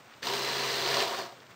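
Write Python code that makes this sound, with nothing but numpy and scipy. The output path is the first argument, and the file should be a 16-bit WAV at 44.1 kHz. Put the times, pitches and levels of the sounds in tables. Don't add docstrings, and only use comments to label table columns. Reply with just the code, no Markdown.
import sys
import numpy as np
from scipy import signal
from scipy.fft import rfft, irfft
from scipy.io import wavfile
from scipy.ndimage import uniform_filter1d

SR = 44100
rng = np.random.default_rng(int(sys.argv[2]) if len(sys.argv) > 2 else 0)


def attenuation_scalar(level_db):
    decades = np.asarray(level_db, float) / 20
    return 10 ** decades


def generate_wav(sig):
    pcm = np.round(np.clip(np.atleast_2d(sig).T, -1, 1) * 32767).astype(np.int16)
    wavfile.write(sys.argv[1], SR, pcm)


N = 68355
T = np.arange(N) / SR

SHAFT_HZ, START_S, STOP_S = 134.65, 0.22, 1.04
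TOOTH_PER_TURN = 5 / 9


def evened(x):
    return x / np.sqrt(np.mean(x ** 2) + 1e-20)


def colour(x, points):
    hz = np.fft.rfftfreq(N, 1 / SR)
    point_hz, point_db = np.transpose(points)
    gain_db = np.interp(np.log(hz + 1), np.log(point_hz + 1), point_db)
    return evened(irfft(rfft(x) * attenuation_scalar(gain_db), N))


def resonate(x, hz, width):
    return signal.lfilter(*signal.iirpeak(hz, hz / width, SR), x)


def drift(seconds):
    size = max(int(seconds * SR), 2)
    return evened(uniform_filter1d(uniform_filter1d(rng.standard_normal(N), size), size))


def body(x, modes, strain=0):
    total = np.zeros(N)
    for hz, width, db, *strain_db in modes:
        ring = resonate(resonate(x, hz, width), hz, 2 * width) / np.sqrt(width)
        total = total + attenuation_scalar(db + strain * sum(strain_db)) * ring
    return evened(total)


def shaft_turns():
    spin_up_s, coast_s, wander = 0.027, 0.3, 0.001
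    rising = 1 - np.exp(-np.maximum(T - START_S, 0) / spin_up_s)
    coasting = np.exp(-np.maximum(T - STOP_S, 0) / coast_s)
    speed_hz = SHAFT_HZ * rising * coasting * (1 + wander * drift(0.018))
    return np.cumsum(speed_hz) / SR


# time in seconds, effort in dB, table contact in dB, frame brightness in dB.
DRIVE_COURSE = [
    (0.22, -57, 0, -21),
    (0.23, -37, -10, 4),
    (.272, -33, 1.5, -12.5),
    (.78, -31.5, -8, -1.5),
    (1.02, -28.5, 0.5, -6.5),
    (1.065, -34.5, -0.5, -13),
    (1.2, -37, 5.5, 1),
    (1.298, -50.5, 10.5, -9),
    (1.401, -63, -4, -18),
]


def drive():
    s, effort_db, contact_db, bright_db = np.transpose(DRIVE_COURSE)
    effort = attenuation_scalar(np.interp(T, s, effort_db, left=-120, right=-120))
    return effort, np.interp(T, s, contact_db), np.interp(T, s, bright_db)


def teeth(turns):
    tooth_db, tooth_s, flicker_db = 3, 0.0033, 0.36
    ticks_per_s, tick_spread_db, tick_db, tick_cycles = 1200, 2, -9.5, 3.4
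    since_s = (turns * TOOTH_PER_TURN) % 1 / (SHAFT_HZ * TOOTH_PER_TURN)
    jump = attenuation_scalar(tooth_db * np.exp(-since_s / tooth_s) + flicker_db * drift(0.0045))
    strength = attenuation_scalar(tick_spread_db * np.minimum(rng.exponential(1, N), 3.5))
    hits = (rng.random(N) < ticks_per_s / SR) * strength * jump

    pitches_hz = np.geomspace(500, 5500, num=16)
    kind = rng.integers(0, len(pitches_hz), N)
    t = T[:900]
    ticks = np.zeros(N)
    for k, hz in enumerate(pitches_hz):
        tick = hz * np.exp(-t * hz / tick_cycles) * np.sin(2 * np.pi * hz * t)
        ticks += signal.oaconvolve(hits * (kind == k), tick)[:N]
    scrape = evened(jump * rng.standard_normal(N))
    return scrape + attenuation_scalar(tick_db) * evened(ticks)


# frequency in Hz, level in dB per Hz.
GEAR_SPECTRUM = [(35, -31), (60, -27.5), (129, -19), (314, -12), (397, -2.5), (607, -7.5), (675, -10.5),
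                 (4190, -9), (9600, -22.5), (12500, -108), (21100, -120)]


def gears(rattle):
    return colour(rattle, GEAR_SPECTRUM)


# frequency in Hz, width in Hz, level in dB.
FRAME_MODES = [(1726, 450, -9.5), (2835, 100, -13), (3710, 99, -12), (4330, 300, -5), (4760, 280, -5.5),
               (6070, 360, -12)]


def frame(rattle, bright_db):
    return attenuation_scalar(-9 + bright_db) * body(rattle, FRAME_MODES)


# frequency in Hz, width in Hz, level in dB, gain under strain in dB.
TABLE_MODES = [(129, 48, -32, 16), (192, 11, -12, -4), (252.6, 26, -10, -0.5), (375.4, 63, -3, 3),
               (461, 40, -6, 1), (565.5, 53, -7, 6.5), (682, 75, -5.5, 8.5), (755.5, 95, -3, 6),
               (904, 210, -6, 2.5), (956, 110, -8, 6), (1091, 260, -0.5, 1.5), (1390, 770, -13, 9)]


def table(rattle, contact_db):
    strain_s, strain_rise_s = 0.72, 0.18
    strain = np.clip((T - strain_s) / strain_rise_s, 0, 1)
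    level_db = -7.5 + contact_db + 1.2 * drift(0.037)
    return attenuation_scalar(level_db) * body(rattle, TABLE_MODES, strain)


def chirps(turns):
    pitch_hz, width_hz, level_db, spread_db = 5150, 400, -19, 3
    hit = np.diff(np.floor(turns * TOOTH_PER_TURN), prepend=0)
    size = attenuation_scalar(spread_db * rng.standard_normal(N)) * rng.choice([-1, 1], N)
    ring = resonate(resonate(hit * size, pitch_hz, width_hz), pitch_hz, 3 * width_hz)
    return attenuation_scalar(level_db) * evened(ring)


def rumble():
    return attenuation_scalar(-38.5) * evened(resonate(rng.standard_normal(N), 45, 60))


SHAFT_ORDERS = [1.8, 3, 5, 7, 15, 30, 35]
# level in dB, level change over the run in dB.
ORDER_LEVELS = [(-57.5, -3.5), (-42.5, -6.5), (-53, 3.5), (-64.5, 15.5), (-49, 0), (-44, 1), (-57.5, 0)]


def whine(turns):
    rise_s, fall_s, waver_db = 0.13, 0.025, 1.6
    rise = np.clip((T - START_S) / rise_s, 0, 1)
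    fall = np.exp(-np.maximum(T - STOP_S, 0) / fall_s)
    run = (T - START_S) / (STOP_S - START_S)
    tones = attenuation_scalar(-51.5 + drift(0.05)) * np.sin(2 * np.pi * turns)
    for order, (db, change_db) in zip(SHAFT_ORDERS, ORDER_LEVELS):
        level = attenuation_scalar(db + change_db * run + waver_db * drift(0.081))
        tones = tones + level * np.sin(2 * np.pi * (order * turns + rng.random()))
    tones = tones + attenuation_scalar(-70) * np.sin(2 * np.pi * 60 * turns)
    return np.sqrt(2) * rise * fall * tones


# start in seconds, peak in dB, pitch in Hz, T60 in seconds.
KNOCK_EVENTS = [(0.1371, -47, 2630, 0.044), (0.227, -40, 3770, 0.056), (0.2684, -23.5, 3720, 0.037),
                (0.3355, -25, 4010, 0.042), (0.6614, -27, 4030, 0.016), (0.8759, -22.5, 3860, 0.029),
                (0.9429, -18, 4320, 0.025), (1.0032, -19, 4060, 0.0175), (1.179, -40, 4790, 0.037),
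                (1.2044, -31.5, 3750, 0.019), (1.2304, -36.5, 3460, 0.012), (1.2514, -37, 4230, 0.027),
                (1.4024, -43, 3790, 0.02), (1.4658, -46, 3230, 0.023)]


def knocks():
    out, t = np.zeros(N), T[:2500]
    for s, db, hz, t60 in KNOCK_EVENTS:
        width = 1.2 * hz
        burst = evened(resonate(resonate(rng.standard_normal(2500), hz, width), hz, width))
        attack = np.minimum(t / 0.001, 1)
        sound = burst * attenuation_scalar(db - 2.5 - 60 * t / t60) * attack
        part = out[round(s * SR):][:2500]
        part += sound[:len(part)]
    return signal.lfilter(*signal.butter(4, 6000, fs=SR), out)


# start in seconds, length in seconds, level in dB, pitch in Hz.
RUSTLE_EVENTS = [
    (.085, .075, -54, 1300),
    (1.4, .05, -58, 1200),
    (1.49, .045, -56, 1500),
]


def rustles():
    rub = rng.standard_normal(N) * attenuation_scalar(2.5 * drift(0.004))
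    out = np.zeros(N)
    for s, length, db, hz in RUSTLE_EVENTS:
        swell = np.sin(np.pi * np.clip((T - s) / length, 0, 1))
        width = 2.2 * hz
        out += attenuation_scalar(db) * swell * evened(resonate(resonate(rub, hz, width), hz, width))
    return out


# frequency in Hz, level in dB per Hz.
ROOM_SPECTRUM = [(18, -63), (30, -36.5), (125, -5.5), (162, -10.5), (691, -9.5), (743, -11), (1360, -10.5),
                 (8110, -26), (9600, -32), (12500, -68), (21100, -120)]


def room():
    return attenuation_scalar(-55 + 1.3 * drift(0.022)) * colour(rng.standard_normal(N), ROOM_SPECTRUM)


def scene():
    effort, contact_db, bright_db = drive()
    turns = shaft_turns()
    rattle = teeth(turns)
    train = gears(rattle) + frame(rattle, bright_db) + table(rattle, contact_db) + chirps(turns) + rumble()
    return (effort * train + whine(turns) + knocks() + rustles() + room())[None]


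def band_limit(x):
    return signal.sosfilt(signal.butter(12, 17000, fs=SR, output="sos"), x)


def record(dry):
    band = signal.firwin(1023, 9720, window=("kaiser", 11), fs=SR)[None]
    edge = signal.firwin(1023, 15740, window=("kaiser", 11), fs=SR)[None]
    low = signal.oaconvolve(dry, band, "same")
    held = np.repeat(low[:, ::2], 2, axis=1)[:, :N]
    mix = signal.oaconvolve(held, edge, "same")
    return band_limit(mix)


dry = scene()
out = record(dry)
generate_wav(out)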